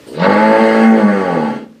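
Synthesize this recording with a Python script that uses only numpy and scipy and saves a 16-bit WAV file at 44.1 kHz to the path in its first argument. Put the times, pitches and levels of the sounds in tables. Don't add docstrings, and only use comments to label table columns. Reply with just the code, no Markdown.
import sys
import numpy as np
from scipy import signal
from scipy.fft import rfft, irfft, next_fast_len
from scipy.io import wavfile
from scipy.ndimage import uniform_filter1d, minimum_filter1d

SR = 44100
rng = np.random.default_rng(int(sys.argv[2]) if len(sys.argv) > 2 else 0)


def store_wav(level_fs):
    pcm = np.round(np.clip(np.atleast_2d(level_fs), -1, 1) * 32767)
    wavfile.write(sys.argv[1], SR, pcm.T.astype(np.int16))


N = 79380

# f/Hz, relative density/dB
YARD_SPECTRUM = [(18, -73), (30, 3), (284, 9.5), (591, 7), (747, -7.5), (1080, -1), (1400, -3.5),
                 (1680, -2.5), (4660, -9.5), (15500, -23.5)]
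PUFF_SPECTRUM = [(1760, -41), (3000, 6), (3420, -7), (3760, -6), (4530, 4), (6300, -16), (8890, 1),
                 (10100, -13), (15500, -15)]
# delay/s, gain/dB
EARLY_ECHOES = [(.0031, -2.5), (.0057, -1.5), (.0074, -3.5), (0.0099, -3.5), (0.0126, -3), (.0172, -7)]
STALL_TRIPS = [.0211, .0263, .0307, .0349, .0401, .0443, .0517, .0589]
# f/Hz, relative level/dB, t60/s
AIR_MODES = [(159.9, 5.5, 1), (224.66, 7.5, 0.85), (312.6, 6, 0.57), (499.4, 3, 0.13), (863.3, 8.5, 0.21),
             (886.5, 5, 0.22), (1128, -0.5, 0.11)]
# f/Hz, width/Hz, relative level/dB
MOUTH_FORMANTS = [(1185, 108, -2.5), (1517, 80, 2), (1783, 165, -1), (2144, 150, -3.5)]
PALATE_FORMANTS = [(2692, 690, 8), (3240, 270, -7.5), (4050, 200, 0.5), (4830, 530, -2)]
TEETH_FORMANTS = [(5950, 740, 3), (6750, 300, 3), (8170, 610, 3), (9300, 230, -7.5), (11100, 1300, -21.5),
                  (13000, 260, -9), (14500, 1700, -28)]
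# t/s, relative level/dB, palate lift/dB, teeth lift/dB
RASP_CURVE = [(0.12, -48, -1, 4), (0.166, -45, 1, -27), (0.23, -16, -8, -34), (0.274, -14, -12.5, -29.5),
              (0.826, -17, -9, -22), (0.886, -18, -20, -24.5), (0.922, -24, -13, -19.5),
              (0.982, -19, -11, -23), (1.054, -25.5, -12, -20), (1.072, -20, -13.5, -25.5),
              (1.162, -21.5, -12, -23), (1.418, -26.5, -8, -21.5), (1.556, -33, -5, -17.5),
              (1.66, -56, 3.5, -10)]
# t/s, pitch/Hz (unused), relative level/dB
BOOM_CURVE = [(0.12, 61.1, -58), (0.198, 83.0, -25), (0.226, 88.9, -12), (0.256, 94.4, -28),
              (0.284, 98.0, -5), (0.296, 98.9, -13.5), (0.416, 108.9, -12.5), (0.514, 110.1, -10),
              (0.54, 110.9, -34), (0.622, 111.3, -7.5), (0.664, 110.7, -20.5), (0.878, 112.7, -6),
              (0.976, 109.8, -15), (1.002, 108.2, -16.5), (1.042, 104.2, -5), (1.232, 94.8, -21.5),
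              (1.24, 93.8, -27.5), (1.34, 84.0, -19), (1.438, 75.1, -32.5), (1.468, 73.4, -42),
              (1.52, 71.7, -33), (1.6, 66.7, -38)]
# t/s, lift/dB
CHEST_CURVE = [(.05, -25), (.17, -16), (.3, 1.5), (1.0, -6), (1.3, -4), (1.45, 3), (1.66, 18.5)]
# t/s, pitch/Hz, effort/dB, throat resonance/Hz, upper resonance/Hz, its lift/dB,
# strong-weak alternation/0-1 (capped in moo), roughness/0-1
MOO_CURVE = [(0.05, 50.7, -44, 410, 850, -13, 0.3, 0), (0.098, 56.74, -38, 407, 850, -46, 0.1, 0.2),
             (0.152, 72.16, -30, 393, 895, -52, 0.2, 0.02), (0.196, 83.44, -24.5, 536, 870, -2.5, 0.7, 0.3),
             (0.242, 93.1, -14, 580, 930, -10.5, 0.5, 0.31), (0.286, 98.52, -5.5, 494, 840, -6, 0.3, 0.3),
             (0.39, 106.9, -13.5, 516, 864, -3.5, 0.34, 0.31),
             (0.43, 108.6, -12, 545, 855, -6.5, 0.07, 0.31), (0.552, 110.3, -9.5, 503, 864, -1.5, 1, 0.31),
             (0.596, 112, -11, 478, 823, -3, 0.1, 0.28), (0.65, 110.9, -11, 507, 845, -9.5, 0.09, 0.31),
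             (0.816, 111.9, -13, 480, 824, -3.5, 0.8, 0.31), (0.884, 112.8, -19, 435, 753, 6, 0.3, 0.31),
             (0.982, 109.3, -10, 463.6, 810, -13, 0.5, 0.31),
             (1.068, 103.1, -15, 558, 834.7, -10.5, 0, 0.17),
             (1.206, 95.9, -14.5, 405, 807, -10.5, 0.1, 0.18),
             (1.268, 90.9, -15.5, 500.8, 803.6, -1, 0.2, 0.18),
             (1.376, 81.2, -14, 458, 808, -5.5, 0.29, 0.29), (1.48, 72.13, -20, 494, 827, 3.5, 0.7, 0.31),
             (1.538, 70.9, -21, 450, 810, -8, 1, 0.31), (1.61, 65.75, -31, 370.5, 862, -32, 1, 0.31),
             (1.66, 62.33, -28.5, 480, 832, 7.5, 0, 0)]


def from_db(db):
    return 10 ** (np.asarray(db) / 20)


def rms_one(x):
    return x / np.sqrt(np.mean(x ** 2) + 1e-20)


def columns(rows):
    times, *values = np.transpose(rows)
    return [np.interp(np.arange(N) / SR, times, column) for column in values]


def fade(rows, fade_s):
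    t = np.arange(N) / SR
    return np.clip((t - rows[0][0]) / fade_s, 0, 1) * np.clip((rows[-1][0] - t) / fade_s, 0, 1)


def swell(at_s, rise_s, fall_s):
    t = np.arange(N) / SR - at_s
    return np.exp(-.5 * (t / np.where(t < 0, rise_s, fall_s)) ** 2)


def wobble(rate_hz):
    r = np.exp(-2 * np.pi * rate_hz / SR)
    return rms_one(signal.lfilter([1], [1, -2 * r, r * r], rng.standard_normal(N + 4000))[4000:])


def coloured(spectrum):
    hz, db = np.transpose(spectrum)
    grid = np.maximum(np.fft.rfftfreq(N, 1 / SR), 1)
    gain = from_db(np.interp(np.log(grid), np.log(hz), db, left=-90, right=-90))
    return rms_one(irfft(rfft(rng.standard_normal(N)) * gain, N))


def resonate(x, hz, width_hz):
    r = np.exp(-np.pi * width_hz / SR)
    poles = [1, -2 * r * np.cos(2 * np.pi * hz / SR), r * r]
    return signal.lfilter(np.array([1, 0, -1]) * (1 - r * r) / 2, poles, x)


def hump(hz, centre_hz, width_hz):
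    return 1 / (1 + (2 * (hz - centre_hz) / width_hz) ** 2)


def band(x, formants, high_hz):
    rung = sum((-1) ** k * from_db(db) * resonate(x, hz, width)
               for k, (hz, width, db) in enumerate(formants))
    return rms_one(signal.sosfilt(signal.butter(4, high_hz, fs=SR, output="sos"), rung))


def yard():
    return from_db(-41.5) * coloured(YARD_SPECTRUM)


def stall_echoes(x, bass_t60_s=.55, wall_cut_hz=1330):
    size = next_fast_len(N + SR)
    hz = np.fft.rfftfreq(size, 1 / SR)
    echoes = 0
    for k, lag in enumerate(STALL_TRIPS):
        loss = from_db(-60 * lag / bass_t60_s) / (1 + 1j * hz / wall_cut_hz)
        loop = loss * np.exp(-2j * np.pi * hz * lag)
        echoes = echoes + (-1) ** k * loop / (1 - loop)
    return from_db(2.5) * irfft(rfft(x, size) * echoes, size)[:N] / np.sqrt(len(STALL_TRIPS))


def stall_hum(x):
    return sum(2 * from_db(db) * resonate(x, hz, np.log(1000) / (np.pi * t60))
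               for hz, db, t60 in AIR_MODES)


def near(x):
    out = x.copy()
    for k, (delay_s, db) in enumerate(EARLY_ECHOES):
        lag = int(delay_s * SR)
        out[lag:] += (-1) ** k * from_db(db) * x[:-lag]
    return out / np.sqrt(1 + sum(from_db(db) ** 2 for _, db in EARLY_ECHOES))


def puff():
    return from_db(-43.5) * swell(at_s=.083, rise_s=.012, fall_s=.077) * coloured(PUFF_SPECTRUM)


def mouth_rasp(pulses, air):
    level_db, palate_db, teeth_db = columns(RASP_CURVE)
    buzz = pulses + air
    thin_buzz = signal.sosfilt(signal.butter(4, 1100, "high", fs=SR, output="sos"), buzz)
    mouth = band(thin_buzz, MOUTH_FORMANTS, high_hz=2350)
    palate = from_db(palate_db - 1.5) * band(buzz, PALATE_FORMANTS, high_hz=5540)
    teeth = from_db(teeth_db) * band(.5 * pulses + air, TEETH_FORMANTS, high_hz=16100)
    bite = swell(at_s=.24, rise_s=.045, fall_s=.1) * band(buzz, [(3700, 700, 0)], high_hz=5000)
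    return from_db(level_db) * fade(RASP_CURVE, .023) * (mouth + palate + teeth) + from_db(-36) * bite


def hoarseness(breath, hz=424, width_hz=490):
    return rms_one(resonate(resonate(breath, hz, width_hz), hz, width_hz))


def second_partial(cycles):
    level_db = columns(BOOM_CURVE)[-1]
    return np.sqrt(2) * from_db(level_db) * fade(BOOM_CURVE, .03) * np.cos(4 * np.pi * cycles)


def throat_tone(cycles, pitch, alternation, throat_hz, upper_hz, upper_db):
    chest_gain = from_db(columns(CHEST_CURVE)[0])
    nose_gain = from_db(np.minimum(upper_db + 11, 0) - 7.5)
    tone, body_power = 0, 1e-12
    for order in np.arange(1.5, 20, .5):
        if order == 2:
            continue
        hz = order * pitch
        share = alternation if order % 1 else 1
        body = hump(hz, throat_hz, width_hz=199) + chest_gain * hump(hz, 233.4, width_hz=60)
        upper = from_db(upper_db + 2.5) * hump(hz, upper_hz, width_hz=80)
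        nose = nose_gain * hump(hz, 1140, width_hz=67)
        smear = .2491 * order ** 2
        tone = tone + share * (body + upper + nose) * np.cos(2 * np.pi * order * cycles - smear)
        body_power = body_power + (share * body) ** 2 / 2
    return tone / np.sqrt(body_power)


def moo(jitter_cycles=.015, shimmer_db=3):
    pitch, effort_db, throat_hz, upper_hz, upper_db, alternation, rough = columns(MOO_CURVE)
    alternation = np.minimum(alternation, .35)
    cycles = np.cumsum(pitch) / SR + jitter_cycles * rough * wobble(rate_hz=40)
    shimmer = from_db(shimmer_db * rough * wobble(rate_hz=75))
    breath = np.exp(.7 * np.cos(2 * np.pi * cycles - 1)) * rng.standard_normal(N)
    partials = shimmer * throat_tone(cycles, pitch, alternation, throat_hz, upper_hz, upper_db)
    fundamental = from_db(-27) * np.cos(2 * np.pi * cycles)
    envelope = from_db(effort_db + 6) * fade(MOO_CURVE, .03)
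    tone = envelope * (partials + fundamental + rough * hoarseness(breath))
    count = np.floor(cycles)
    strong_weak = 1 + alternation * (-1) ** count
    pulses = np.diff(count, prepend=0) * strong_weak * shimmer * np.sqrt(SR / pitch)
    rasp = from_db(7) * mouth_rasp(pulses, air=from_db(4) * breath)
    return tone, second_partial(cycles), rasp


def scene():
    tone, boom, rasp = moo()
    near_rasp = near(rasp)
    voice = .54 * tone + .66 * near(tone) + near_rasp
    echoes = stall_echoes(from_db(-5) * tone + near_rasp)
    hum = stall_hum(voice + from_db(-5.5) * boom)
    return (voice + from_db(9.5) * boom + echoes + hum + puff() + yard())[None]


def record(dry, threshold_db=-27, ratio=1.364, attack_s=.0013, release_db_per_s=1.5, ceiling=1.05):
    over_db = np.maximum(20 * np.log10(np.abs(dry[0]) + 1e-9) - threshold_db, 0)
    release_db = release_db_per_s * np.arange(N) / SR
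    held_db = np.maximum.accumulate(over_db + release_db) - release_db
    r = np.exp(-1 / (attack_s * SR))
    cut_db = signal.lfilter([1 - r], [1, -r], held_db) * (1 - 1 / ratio)
    x = dry * from_db(-cut_db)
    window = int(.012 * SR)
    safe_gain = ceiling / np.maximum(np.abs(x), ceiling)
    x = x * uniform_filter1d(minimum_filter1d(safe_gain, window), window)
    x = x / (1 + np.abs(x / ceiling) ** 10) ** (1 / 10)
    bass_cut = signal.butter(3, 65, "high", fs=SR, output="sos")
    treble_cut = signal.ellip(12, .1, 70, 15680, fs=SR, output="sos")
    return signal.sosfilt(treble_cut, np.clip(signal.sosfilt(bass_cut, x), -.99, .99))


dry = scene()
out = record(dry)
store_wav(out)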